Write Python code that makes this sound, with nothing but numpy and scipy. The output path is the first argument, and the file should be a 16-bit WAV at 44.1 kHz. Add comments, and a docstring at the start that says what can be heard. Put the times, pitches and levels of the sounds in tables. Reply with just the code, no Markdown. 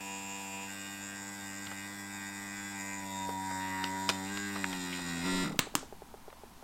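"""On a wooden table indoors, a small electric vacuum pump sucks the air out of a plastic bag holding a spool.
Each shaft turn sends a pulse through resonances of diaphragm, valves and casing: a hum and buzz that shift
as the vacuum grows. The film crinkles in short noise bursts; a hand presses the pump, and it is switched off.
The shaft coasts down, the switch clacks twice as filtered snaps with a spool thump, and the valve burps
ever more slowly as paired kicks into resonances. Room tone and table rumble are shaped noise."""
import sys
import numpy as np
from scipy import signal
from scipy.fft import rfft, irfft, next_fast_len
from scipy.io import wavfile
from scipy.ndimage import map_coordinates

SR = 44100
rng = np.random.default_rng(int(sys.argv[2]) if len(sys.argv) > 2 else 0)


def generate_wav(signal):
    """Clip the signal to [-1, 1] and save it as 16-bit WAV at the path in sys.argv[1]."""
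    frames = np.transpose(np.atleast_2d(signal))
    scaled = np.clip(frames, -1, 1) * 32767
    pcm = np.round(scaled).astype(np.int16)
    wavfile.write(sys.argv[1], SR, pcm)


N = 292383  # length in samples

# shaft speed before the press, wander and coasting are applied: start_s [s], speed_hz [turns/s]
SHAFT_SPEED = [(0, 97.8), (.6, 97.5), (.68, 98.7), (1.38, 99.6), (1.51, 98), (1.64, 99.5), (1.78, 98),
               (1.93, 100.4), (2.2, 98.9), (2.45, 99.7), (2.72, 99.6), (2.78, 98.1), (2.98, 98.2),
               (3.1, 96.7), (3.68, 94.1), (4.1, 95.9), (4.24, 95.7), (4.33, 99.9), (4.47, 100.4),
               (4.58, 98.5), (4.68, 93.6), (4.8, 89.9), (4.98, 89), (5.08, 85.8), (5.23, 85.2)]
# spectrum of the escaping air: pitch_hz [Hz], relative level_db [dB per Hz]
AIR_SPECTRUM = [(60, -30), (300, -20), (900, 0), (1300, -3), (1900, 2), (2600, -1), (3100, -12), (3650, -4),
                (4200, -13), (5000, -6), (5600, -5), (6200, -14), (7200, -3), (8000, -3), (8700, -3),
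                (10000, -15), (12500, -14), (13500, -10), (15500, -16)]
# vacuum grows as a power of time until the press; labour rises only when it is nearly full
VACUUM_POWER, LABOUR_POWER, FULL_LABOUR = 2.08, 4.1, 0.84
# the pressing hand: onset, rise time, added shaft speed, added buzz and air levels
PRESS_S, PRESS_RISE_S, PRESS_HZ, PRESS_BUZZ_DB, PRESS_AIR_DB = 5.238, 0.02, 7, 3.5, 5
# power off: speed decays with time constant COAST_S; the buzz falls as this power of speed
OFF_S, COAST_S, BUZZ_FALL_POWER, HUM_FALL_POWER = 5.433, 0.085, 1.15, 0.35
STOP_S, STOP_FADE_S = 5.61, 0.074  # end and length of the final fade
CASING_DB, CASING_LOAD_DB = -54, 2.5  # with the bag slack; added by full vacuum
AIR_DB, AIR_SWELL = -6.3, 0.55  # air against the casing; depth of its swell once a turn


def pump():
    """Periodic excitation: the shaft drives every part once a turn, then coasts down exponentially."""
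    t = np.arange(N) / SR
    vacuum = np.minimum(t / PRESS_S, 1) ** VACUUM_POWER
    labour = FULL_LABOUR * vacuum ** LABOUR_POWER
    press = ramp(PRESS_S, PRESS_RISE_S)
    coast = np.exp(-np.maximum(t - OFF_S, 0) / COAST_S)

    driven_hz = curve(SHAFT_SPEED) + PRESS_HZ * press + .25 * looseness() * wobble(18)
    turns = np.cumsum(driven_hz * coast) / SR
    turns += -turns[round(OFF_S * SR)] % 1  # the coasting starts from a stroke

    valve_buzz, valve_song = valves(turns, vacuum)
    casing_gain = amp(CASING_DB + CASING_LOAD_DB * vacuum)
    struck = valve_buzz + casing_gain * casing(turns, labour)
    buzz = restruck(struck, labour) + whines(turns) + jingle(turns)
    swell = 1 + AIR_SWELL * np.cos(2 * np.pi * turns)
    air = casing_gain * amp(AIR_DB) * unit(noise(AIR_SPECTRUM) * swell)

    low = coast ** HUM_FALL_POWER * diaphragm(turns, vacuum, labour, press, coast)
    bright = amp(PRESS_BUZZ_DB * press) * coast ** BUZZ_FALL_POWER * (buzz + coast * valve_song)
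    hiss = amp(PRESS_AIR_DB * press) * coast ** 2 * air
    stop_fade = 1 - ramp(STOP_S - STOP_FADE_S, STOP_FADE_S)
    return stop_fade * (low + bright + hiss + last_strokes(turns))


# thud transmitted through spool and table: pitch_hz [Hz], relative level_db [dB]
THUD_RESPONSE = [(60, -33), (100, -31), (140, -2), (170, 1.5), (295, 3), (330, -9), (380, -20),
                 (600, -19.5), (1500, -64)]
# the pump scuffing on its seat: pitch_hz [Hz], relative level_db [dB]
GRIT_SPECTRUM = [(120, -26), (250, 2), (420, -1.5), (850, -10.5), (1300, -5.5), (3000, -40)]
# first shaft order, before unsteadiness and coasting: start_s [s], level_db [dB]
FUNDAMENTAL_LEVEL = [(0.0, -61), (0.1, -63), (1.56, -59), (2.91, -58.5), (3.17, -55), (4.65, -54.5),
                     (4.78, -61), (5.22, -53)]
HUM_DB, HUM_LOAD_DB, PRESS_HUM_DB = -51, 11, 4.5  # bag slack; added by full vacuum; added by the press
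GRIT_DB = -6.5  # against the hum, at a labour of 1
# the bag draws tight on the spool and brings out the fourth shaft order
TIGHT_S, TIGHTEN_S = 3.42, 0.53
FOURTH_DB, FOURTH_TIGHT_DB, PRESS_FOURTH_DB = -70.5, 16.5, 8


def diaphragm(turns, vacuum, labour, press, coast):
    """Forced vibration: the stroke's thud grows with load; labour adds friction noise from the seat."""
    hum_db = HUM_DB + HUM_LOAD_DB * vacuum + PRESS_HUM_DB * press
    strokes = pulses(turns, scatter_db=.5)
    thud = unit(coloured(strokes, lambda f: along(THUD_RESPONSE, f)))
    grit = amp(GRIT_DB) * labour ** 2 * noise(GRIT_SPECTRUM)
    fourth_db = FOURTH_DB + FOURTH_TIGHT_DB * ramp(TIGHT_S, TIGHTEN_S) + PRESS_FOURTH_DB * press
    first = shaft_tone(turns, curve(FUNDAMENTAL_LEVEL), order=1)
    fourth = shaft_tone(turns, fourth_db, order=4)
    return amp(hum_db) * (thud + grit) + coast ** 2 * (first + fourth)


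def shaft_tone(turns, level_db, order):
    """Harmonic of rotation: a sine at a whole multiple of the shaft speed, slightly unsteady in level."""
    return amp(level_db + 0.55 * wobble(30.55)) * unit(np.sin(2 * np.pi * order * turns))


# resonances of the intake: pitch_hz [Hz], width_hz [Hz], relative level_db [dB]
INTAKE_MODES = [(535, 50.3, 0.5), (730, 79, 3), (807, 152, 0), (901, 59, 5)]
# colour of the outlet, narrow and wide open: pitch_hz [Hz], relative level_db [dB]
OUTLET_NARROW = [(1500, -53.5), (1850, -1), (2060, 2), (2180, -11.5), (2290, -1), (2490, 1.5), (2600, -5.5),
                 (2750, -19), (3100, -48.5)]
OUTLET_OPEN = [(1900, -60.5), (2250, -13), (2450, -0.5), (2680, -3), (2860, -1.5), (2980, -26), (3150, -38)]
# the valve sings as air rushes in: start_s [s], end_s [s], tone lift_db [dB], intake lift_db [dB]
SONG_SPELLS = [(1.68, 2.33, 6.5, -2), (2.74, 3.06, 15.5, 3), (3.06, 4.12, 25.5, 5.5), (4.12, 4.33, 16.5, 5),
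               (4.56, 4.74, 16, 6.5)]
# the outlet rattles: start_s [s], end_s [s], lift_db [dB], opening [0 to 1]
RATTLE_SPELLS = [(0.67, .95, 7, 0.87), (.95, 1.15, 4, 1), (1.15, 1.7, 2.5, 0.43), (1.7, 1.87, 7, 0.19),
                 (2.1, 2.74, 7.5, 0.03), (2.74, 3.04, 11, 0.03), (3.04, 3.26, 6.5, 0.3),
                 (3.6, 3.88, 9.5, 0.44), (4.25, 5.6, 9, 0.9)]
INTAKE_DB = -56.5
OUTLET_DB, OUTLET_LOAD_DB = -58.5, -6  # bag slack; added by full vacuum
SONG_DB, SONG_EDGE_S, RATTLE_EDGE_S = -66, 0.17, 0.009  # tone level before its lift; spell edges
FREE_END_S, FREE_FADE_S = 0.64, 0.066  # free flow starts to give way; length of the crossfade


def valves(turns, vacuum):
    """Pulsed flow through resonators: intake, flap and outlet buzz; the valve sings on the tenth order."""
    song_db, rush_db = spells(SONG_SPELLS, SONG_EDGE_S)
    rattle_db, opening = spells(RATTLE_SPELLS, RATTLE_EDGE_S)
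    opening = np.clip(opening, 0, 1)

    intake_strokes = part(turns, t60=.025, rebound=.45, drift=.02, rough=.1)
    intake = amp(INTAKE_DB + rush_db) * unit(ringing(intake_strokes, INTAKE_MODES))

    outlet_strokes = part(turns, t60=.03, rebound=.55, drift=.012, rough=.14)
    narrow = unit(coloured(outlet_strokes, lambda f: along(OUTLET_NARROW, f)))
    wide = unit(coloured(outlet_strokes, lambda f: along(OUTLET_OPEN, f)))
    rattle = np.sqrt(1 - opening) * narrow + np.sqrt(opening) * wide
    outlet = amp(OUTLET_DB + OUTLET_LOAD_DB * vacuum + rattle_db) * rattle

    resisting = ramp(FREE_END_S, FREE_FADE_S)
    buzz = resisting * (intake + outlet + flap_buzz(turns, song_db)) + (1 - resisting) * free_flow(turns)
    return buzz, shaft_tone(turns, SONG_DB + song_db, order=10)


# resonances of the flap, slack, slapping and taut: pitch_hz [Hz], width_hz [Hz], relative level_db [dB]
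SLACK_MODES = [(1050, 203, -3.5), (1434, 42, -1.5), (1584, 109, 0), (1880, 168, 0.5), (1997, 130, 3),
               (2102, 78, -1.5)]
SLAP_MODES = [(1654, 730, 0)]
TAUT_MODES = [(980, 80, -3), (1410, 43, 3), (1750, 22, 1), (1926, 73, 2), (2124, 46, 4.5), (2445, 55, -2),
              (2613, 82, -4), (2910, 64, -7)]
# the flap's buzz, before a trim of -0.06 dB: start_s [s], level_db [dB]
FLAP_BUZZ_LEVEL = [(0.67, -51.5), (0.94, -53), (2.78, -50), (3.04, -54), (3.33, -52), (3.74, -41.5),
                   (4.1, -47.5), (4.39, -46), (4.54, -45.5), (4.71, -48), (5.22, -43)]
SLAP_DB, TAUT_DB = -4.5, -1  # slap against the slack chatter; taut against slack flap
SLAP_DUCK = 0.26  # dB of slap lost for each dB of song
TAUT_S, TAUTEN_S = 4.51, 0.81  # the vacuum starts to pull the flap taut; time it takes


def flap_buzz(turns, song_db):
    """Tension shifts the modes: a slack flap slaps and chatters, a taut one rings at other pitches."""
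    beats = part(turns, t60=.04, rebound=.45, drift=.012, rough=.14)
    slaps = part(turns, t60=.03, rebound=.3, drift=.011, rough=.12)
    slap = amp(SLAP_DB - SLAP_DUCK * song_db) * unit(ringing(slaps, SLAP_MODES))
    slack = unit(chatter(beats, SLACK_MODES, swing_db=1.8) + slap)
    taut = amp(TAUT_DB) * unit(ringing(beats, TAUT_MODES))
    tension = ramp(TAUT_S, TAUTEN_S)
    flap = np.sqrt(1 - tension) * slack + np.sqrt(tension) * taut
    return amp(curve(FLAP_BUZZ_LEVEL) - 0.06) * flap


# buzz while the bag is still plump: pitch_hz [Hz], relative level_db [dB]
FREE_FLOW_RESPONSE = [(300, -36), (400, -20), (490, -7), (585, -13), (685, -6.5), (780, -3.5), (980, -0.5),
                      (1070, -14), (1400, -15.5), (1650, -10), (2300, -12.5), (2440, -0.5), (2840, -4),
                      (2960, -19), (3150, -17), (3310, -13), (3500, -34), (4300, -31), (4900, -15),
                      (5200, -45), (5550, -15), (6200, -33), (6900, -15), (7350, -4), (7600, -26),
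                      (10000, -34)]
FREE_DB = -45.5


def free_flow(turns):
    """Unloaded flow: a bright, even buzz while the bag does not yet resist."""
    strokes = part(turns, t60=.09, rebound=.3, drift=.007, rough=.11)
    return amp(FREE_DB) * unit(coloured(strokes, lambda f: along(FREE_FLOW_RESPONSE, f)))


# resonances of the casing: pitch_hz [Hz], width_hz [Hz], relative level_db [dB]
CASING_MODES = [(3382, 45, -1), (3684, 74, 2.5), (4130, 90, -11), (4620, 184, -5.5), (5027, 83, -2.5),
                (5340, 120, -5), (5640, 180, -3.5), (7950, 150, 2.5), (8440, 150, -4.5), (9060, 520, -6.5),
                (11570, 95, -7), (13400, 1000, -11)]
# colour of the loaded knock: pitch_hz [Hz], relative level_db [dB]
KNOCK_RESPONSE = [(2200, -49), (2950, -9), (3100, -11), (3300, 6), (3450, -8), (3620, 6), (3750, 3.5),
                  (3970, 5.5), (4350, -3.5), (4700, -8), (4930, 6), (5150, -3), (5550, 1), (6100, -13),
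                  (6700, -25), (7200, -20), (8100, -4), (8600, -3), (9700, -14.5), (10500, -20),
                  (13500, -17), (15500, -36)]
KNOCK_DB = 6  # against the ringing casing


def casing(turns, labour):
    """Modal ringing under impact: the casing rings freely, then is knocked harder as labour builds."""
    ring = part(turns, t60=.055, rebound=.4, drift=.002, rough=.12)
    impacts = part(turns, t60=.07, rebound=.45, drift=.004, rough=.09)
    body = chatter(ring, CASING_MODES, swing_db=1.6)
    knock = amp(KNOCK_DB) * unit(coloured(impacts, lambda f: along(KNOCK_RESPONSE, f)))
    return np.sqrt(1 - labour) * body + np.sqrt(labour) * knock


# gap between the two hits of a loaded stroke, before its wander: start_s [s], gap_s [s]
RESTRIKE_GAP = [(3.8, .0027), (4.25, .00305), (4.32, .0018), (4.5, .00185), (4.66, .0021), (4.85, .00215),
                (4.97, .00266), (5.1, .00246), (5.21, .00254), (5.25, .00304)]
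RESTRIKE_WANDER_S, RESTRIKE_SHARE = 0.00005, 0.62  # second hit against the first, at a labour of 1


def restruck(x, labour):
    """Comb filtering: under load each stroke hits twice, and the shifting gap sweeps the notches."""
    share = RESTRIKE_SHARE * labour
    gap_s = curve(RESTRIKE_GAP) + RESTRIKE_WANDER_S * (1 - ramp(PRESS_S, PRESS_RISE_S)) * wobble(10)
    again = np.interp(np.arange(N) - gap_s * SR, np.arange(N), x)
    return (x + share * again) / np.sqrt(1 + share ** 2)


# spells of whine, the flap's mode near 1600 Hz and casing modes above: start_s [s], end_s [s], pitch_hz [Hz],
# level_db [dB]
WHINE_SPELLS = [(.67, 2.95, 1600, -59), (.67, 1.57, 3660, -65.5), (1.78, 2.74, 3410, -64),
                (2.74, 3.25, 6965, -56.5), (3.04, 3.45, 3660, -54.5), (3.45, 4.26, 3650, -57.5),
                (3.3, 5.6, 7410, -58), (4.3, 4.48, 1605, -49.5)]
WHINE_WIDTH_HZ, WHINE_EDGE_S = 47, .04


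def whines(turns):
    """Selective resonance: the strokes set narrow modes ringing in spells, the flap's near 1600 Hz and the
    casing's higher up."""
    strokes = pulses(turns, scatter_db=.4)
    total = np.zeros(N)
    for start_s, end_s, pitch_hz, level_db in WHINE_SPELLS:
        level = spells([(start_s, end_s, amp(level_db))], WHINE_EDGE_S)[0]
        total += level * unit(ringing(strokes, [(pitch_hz, WHINE_WIDTH_HZ, 0)]))
    return total


# resonances of a loose part: pitch_hz [Hz], width_hz [Hz], relative level_db [dB]
JINGLE_MODES = [(4930, 100, -9), (6470, 270, -10.5), (6964, 84, 3), (7447, 118, 4), (8140, 280, -20)]
# jingle averaged over its bouts: start_s [s], level_db [dB]
JINGLE_CURVE = [(0, -49), (.62, -51.5), (.75, -51.5), (1.3, -51), (1.65, -51.5), (2.03, -55), (2.2, -54),
                (2.55, -52.5), (2.99, -51), (3.01, -62), (3.04, -65), (3.06, -53.5), (3.23, -49),
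                (3.34, -56), (3.55, -50), (3.8, -53.5), (4.42, -49.5), (4.6, -55), (4.72, -50.5),
                (5.2, -52.5), (5.3, -52.5)]
BOUT_KNOTS_PER_S, BOUT_DROP_DB, BOUT_BIAS = 42, 4.5, 0.4  # a positive bias favours sounding over resting


def jingle(turns):
    """Intermittent contact: a loose part, struck once a turn, abruptly catches and lets go."""
    strokes = part(turns, t60=.05, rebound=.25, drift=.002, rough=.04)
    resting = .5 - .5 * np.tanh(5 * (wobble(BOUT_KNOTS_PER_S) + BOUT_BIAS))
    bouts = amp(-BOUT_DROP_DB * resting * (1 - ramp(PRESS_S, PRESS_RISE_S)))
    return amp(curve(JINGLE_CURVE)) * unit(bouts * chatter(strokes, JINGLE_MODES, swing_db=1))


# flap ticks, and spool and table ringing: pitch_hz [Hz], width_hz [Hz], relative level_db [dB]
TICK_MODES = [(1360, 180, -0.5), (2010, 310, -8.5)]
SPOOL_MODES = [(168, 20, -4), (229, 29, 2), (280, 22, 0)]
TICK_DB, TICK_FADE_S, SPOOL_DB = 0.5, 0.082, 14.5  # gains of the two resonators; fade of the ticks


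def last_strokes(turns):
    """Impulse response: with the power off, ever slower and weaker strokes tick the flap and ring the spool."""
    since = np.arange(N) / SR - OFF_S
    strokes = (since > 0) * pulses(turns, scatter_db=1.5)
    ticks = ringing(np.exp(-(since / TICK_FADE_S) ** 2) * strokes, TICK_MODES)
    spool = ringing(np.exp(-np.abs(since) / COAST_S / 2) * strokes, SPOOL_MODES)
    return amp(TICK_DB) * ticks + amp(SPOOL_DB) * spool


def part(turns, t60, rebound, drift, rough):
    """Impact and rebound: a stroke each turn, a fluttering bounce, and air noise that swells once a turn."""
    loose = looseness()
    stroke = smeared(pulses(turns, scatter_db=.7), t60)
    bounce = smeared(pulses(turns + drift * loose * wobble(9), scatter_db=1.3), t60)
    share = rebound * loose * wobble(11)  # angle of an equal-power mix
    hits = unit(np.cos(share) * stroke + np.sin(share) * bounce)
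    swell = 1 + .8 * np.cos(2 * np.pi * turns)
    puff = rng.standard_normal(N) * swell * (1 - ramp(OFF_S, COAST_S / 2))
    flutter = amp(.9 * loose * wobble(22))
    return flutter * (hits + rough * unit(puff))


def chatter(x, modes, swing_db):
    """Unsteady coupling: each resonance of a loosely seated part catches and lets go on its own."""
    total = np.zeros(N)
    for k, mode in enumerate(modes):
        grip = amp(swing_db * looseness() * np.tanh(2 * wobble(11)))
        total += (-1) ** k * grip * ringing(x, [mode])
    return unit(total)


PRESS_GRIP = 0.67  # share of the parts' looseness that the hand takes away


def looseness():
    """Mechanical constraint: 1 while the pump stands free, small once the hand holds it."""
    return 1 - PRESS_GRIP * ramp(PRESS_S, PRESS_RISE_S)


def pulses(turns, scatter_db):
    """Impulse train: one band-limited pulse for each whole turn, placed between samples."""
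    at = np.interp(np.arange(1, int(turns[-1])), turns, np.arange(N))
    size = amp(scatter_db * rng.standard_normal(N // 100)[:len(at)])
    index = at.astype(int)[:, None] + np.arange(-7, 9)
    offset = index - at[:, None]
    shape = np.sinc(offset) * np.cos(np.pi * offset / 16) ** 2  # windowed sinc
    return np.bincount(np.clip(index, 0, N - 1).ravel(), (size[:, None] * shape).ravel(), N)


def smeared(x, t60, size=4096):
    """All-pass dispersion: random phase spreads each pulse into a short chatter of unchanged spectrum."""
    z = rfft(rng.standard_normal(size) * amp(-60 * np.arange(size) / SR / t60))
    kernel = np.roll(irfft(z / np.abs(z)), size // 4)
    return signal.oaconvolve(x, kernel)[size // 4:][:len(x)]  # undo the roll's delay


# the switch snaps and knocks on the spool: start_s [s], snap level_db [dB, less 19 and scaled by energy],
# snap t60_s [s], thump level_db [dB, less 4]
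SWITCH_CLACKS = [(5.5917, -4, 0.015, -23.5), (5.753, -6.5, 0.013, -22.5)]
# colour of the switch going down and up: pitch_hz [Hz], relative level_db [dB]
DOWN_RESPONSE = [(59, -36), (100, -9.5), (313, -9.5), (758, -14), (1130, -1.5), (1430, -8.5), (2990, -9.5),
                 (3250, -11.5), (4020, -7.5), (5280, -21), (7730, -11), (8770, -12.5), (9950, -25.5),
                 (12000, -25), (15500, -18)]
UP_RESPONSE = [(59, -26), (100, -7), (340, -5), (758, -13.5), (977, -5.5), (1520, -5), (1920, -12.5),
               (3180, -11.5), (4190, -14.5), (4660, -12.5), (5870, -11.5), (8580, -9.5), (9950, -22),
               (10800, -17), (15500, -16)]
CLACK_ROOM_DB = -12  # the room's answer against the snap
SPOOL_HZ, SPOOL_T60_S = 288, 0.058


def clacks():
    """Contact impact: the switch goes down and up with a snap and rattle, a spool thump and room reflections."""
    out, t = np.zeros(N), np.arange(SR // 5) / SR
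    for (start_s, level_db, t60, thump_db), response in zip(SWITCH_CLACKS, [DOWN_RESPONSE, UP_RESPONSE]):
        contact = rng.standard_normal(len(t)) * amp(-60 * t / t60)
        contact[0] = 3  # the hard first touch
        crack = coloured(contact, lambda f: along(response, f))
        snap = coloured(signal.unit_impulse(len(t)), lambda f: along(response, f))
        size = amp(level_db - 19.0) * np.sqrt(t60 * SR)
        thump = np.sin(2 * np.pi * SPOOL_HZ * t) * amp(-60 * t / SPOOL_T60_S)
        add(out, start_s, size * crack / np.linalg.norm(crack) + amp(thump_db - 4.0) * thump)
        add(out, start_s, size * amp(CLACK_ROOM_DB) * walls(snap / np.linalg.norm(snap)))
    return out


# buckles of the film: start_s [s], level_db [dB, less 17.5 and scaled by energy],
# centre pitch_hz [Hz], width [octaves], t60_s [s]
FILM_BUCKLES = [(1.668, -28.5, 2970, 0.38, 0.013), (1.669, -31.5, 480, 1.6, 0.025),
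                (1.713, -31.5, 1030, 1.25, 0.063), (3.289, -29, 500, 0.81, 0.079),
                (3.508, -31, 1019, 0.89, 0.052), (3.841, -16.5, 3260, 0.59, 0.009),
                (3.839, -23, 800, 1.4, 0.023), (4.0904, -10, 2440, 1.47, 0.014),
                (4.0909, -18, 5440, 0.088, 0.011), (4.0963, -14.5, 1380, 2.4, 0.032),
                (4.101, -29, 2400, 1.6, 0.046), (4.373, -21.5, 1800, 1.15, 0.012),
                (4.557, -25.5, 1290, 0.79, 0.061), (4.642, -11.5, 1400, 0.67, 0.0091),
                (4.729, -26, 1470, 1.4, 0.031), (4.926, -31, 2620, 0.27, 0.1),
                (4.99, -31.5, 570, 1.5, 0.053), (6.301, -42, 1500, 0.88, .02),
                (6.327, -33.5, 925, 0.41, 0.014)]
FILM_TOP_HZ = 8000


def crinkles():
    """Snap-through buckling: each jump of the film is a spiky noise burst around its own pitch."""
    out, t = np.zeros(N), np.arange(SR // 8) / SR
    for start_s, level_db, pitch_hz, octaves, t60 in FILM_BUCKLES:
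        grains = rng.standard_normal(len(t)) * amp(2 * rng.standard_normal(len(t)))
        burst = grains * amp(-60 * t / t60) * (1 - np.exp(-t / .0008))

        def film_db(f):
            band = 1 + (np.log2((f + 1) / pitch_hz) / octaves) ** 4
            softness = (1 + f / pitch_hz) * (1 + (f / FILM_TOP_HZ) ** 6)
            return -10 * np.log10(band) - 10 * np.log10(softness)

        snap = coloured(burst, film_db)
        add(out, start_s, amp(level_db - 17.5) * np.sqrt(t60 * SR) * snap / np.linalg.norm(snap))
    return out


# air slips back through the valve: start_s [s], level_db [dB, before the gain into the resonances]
VALVE_BURPS = [(5.479, -37), (5.509, -33), (5.544, -33.5), (5.67, -31), (5.741, -34), (5.829, -32.5),
               (5.925, -31.5), (6.02, -33), (6.141, -32.5), (6.28, -33), (6.435, -34.5), (6.626, -38)]
# resonances of the valve: pitch_hz [Hz], width_hz [Hz], relative level_db [dB]
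BURP_RESONANCES = [(418, 113, -7.5), (773, 134, -11.5), (1460, 300, -29)]


def burps():
    """Relaxation oscillation: the valve lifts and falls shut 4.92 ms later, each time kicking its resonances."""
    kicks = np.zeros(N)
    for start_s, level_db in VALVE_BURPS:
        add(kicks, start_s, amp([level_db + 39.0]))
        add(kicks, start_s + 0.00492, amp([level_db + 34.0]))
    return ringing(kicks, BURP_RESONANCES)


# reverberation time: pitch_hz [Hz], t60_s [s]
WALL_DECAY = [(200, 0.54), (1000, 0.3), (7000, 0.31), (15000, 0.031)]


def walls(x):
    """Reverberation: a diffuse tail, delayed 5 ms, in which each frequency decays at its own rate."""
    hz, t, z = signal.stft(rng.standard_normal(SR // 2), SR, nperseg=256)
    decay = amp(-60 * t / along(WALL_DECAY, hz)[:, None])
    tail = signal.istft(z * decay, SR, nperseg=256)[1]
    return signal.oaconvolve(x, np.pad(tail / np.linalg.norm(tail), (SR // 200, 0)))[:N]


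# steady room tone: pitch_hz [Hz], relative level_db [dB per Hz]
ROOM_SPECTRUM = [(12, -23), (20, 0), (47, 5), (85, 2), (196, 7.5), (342, 3), (393, 1.5), (549, 0),
                 (614, 1.5), (767, 8), (985, 8.5), (1100, 4), (1980, -3.5), (12800, -10.5), (15500, -15)]
# table rumble, before its random lumps: start_s [s], level_db [dB]
HANDLING_LEVEL = [(0, -83), (5.2, -62), (5.3, -49), (5.9, -54), (6.1, -58.5), (6.63, -52.5)]


def background():
    """Stationary and modulated noise: room tone, and the lumpy rumble of arms moving on the table."""
    rumble = noise([(15, 0), (30, -14), (55, -9), (90, -16), (120, -20), (250, -12.5), (700, -50)])
    lumps = amp(2.5 * wobble(9))
    return amp(-57.0) * noise(ROOM_SPECTRUM) + amp(curve(HANDLING_LEVEL)) * lumps * rumble


def noise(spectrum):
    """Spectral shaping: random noise of rms 1 with the given spectrum."""
    return unit(filtered(rng.standard_normal(N), lambda f: amp(along(spectrum, f))))


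def ringing(x, modes):
    """Modal synthesis: parallel resonances of alternating sign, each applied twice for steep skirts."""
    def response(f):
        total = 0
        for k, (pitch, width, level_db) in enumerate(modes):
            resonance = 2j * f * width / (pitch * pitch - f * f + 2j * f * width)
            total = total + (-1) ** k * amp(level_db) * resonance ** 2
        return total
    return filtered(x, response)


def coloured(x, gain_db, size=2048):
    """Minimum-phase filtering: the folded cepstrum makes a causal filter from a dB curve of frequency."""
    cepstrum = irfft(np.log(amp(gain_db(np.fft.rfftfreq(size, 1 / SR))) + 1e-6))
    cepstrum[1:size // 2] *= 2
    cepstrum[size // 2 + 1:] = 0
    return signal.oaconvolve(x, irfft(np.exp(rfft(cepstrum))))[:len(x)]


def filtered(x, response):
    """Linear filtering: the spectrum of x times a complex response of frequency."""
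    m = next_fast_len(len(x) + SR // 4, True)
    return irfft(rfft(x, m) * response(np.fft.rfftfreq(m, 1 / SR)), m)[:len(x)]


def wobble(rate):
    """Random modulation: a smooth curve with rate knots a second."""
    knots = rng.standard_normal(int(N * rate / SR) + 4)
    coarse = np.arange(0, N, 64)
    return np.interp(np.arange(N), coarse, map_coordinates(knots, [coarse * rate / SR]))


def ramp(start_s, length_s):
    """Linear envelope: a straight rise from 0 to 1."""
    return np.clip((np.arange(N) / SR - start_s) / length_s, 0, 1)


def spells(rows, edge_s):
    """Gating: for each column after start and end, its value during a spell and zero between spells."""
    gates = [ramp(start - edge_s / 2, edge_s) - ramp(end - edge_s / 2, edge_s) for start, end, *_ in rows]
    return np.transpose(rows)[2:] @ np.array(gates)


def curve(points):
    """Linear interpolation: (time, value) points read at every sample."""
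    s, value = np.transpose(points)
    return np.interp(np.arange(N) / SR, s, value)


def along(points, hz):
    """Logarithmic interpolation: (frequency, value) points read on a log frequency axis."""
    f, value = np.transpose(points)
    return np.interp(np.log(hz + 1), np.log(f + 1), value)


def amp(db):
    """Decibel law: level to amplitude gain."""
    return 10 ** (np.asarray(db) / 20)


def unit(x):
    """Normalisation: scale to rms 1."""
    return x / np.sqrt(np.mean(x ** 2) + 1e-20)


def add(track, start_s, sound):
    """Superposition: mix a sound into the track from start_s on."""
    room = track[round(start_s * SR):][:len(sound)]
    room += sound[:len(room)]


def scene():
    """Superposition of direct and reverberant sound: everything on the table, heard from close by."""
    motor, film, switch = pump(), crinkles(), clacks()
    reverberant = walls(amp(-18) * motor + amp(-16.5) * film)
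    return (motor + film + switch + burps() + reverberant + background())[None]


TOP_HZ = 15900


def record(dry):
    """Band limiting: an ideal low-pass keeps nothing from TOP_HZ upward."""
    return filtered(dry[0], lambda hz: hz < TOP_HZ)[None]


dry = scene()
out = record(dry)
generate_wav(out)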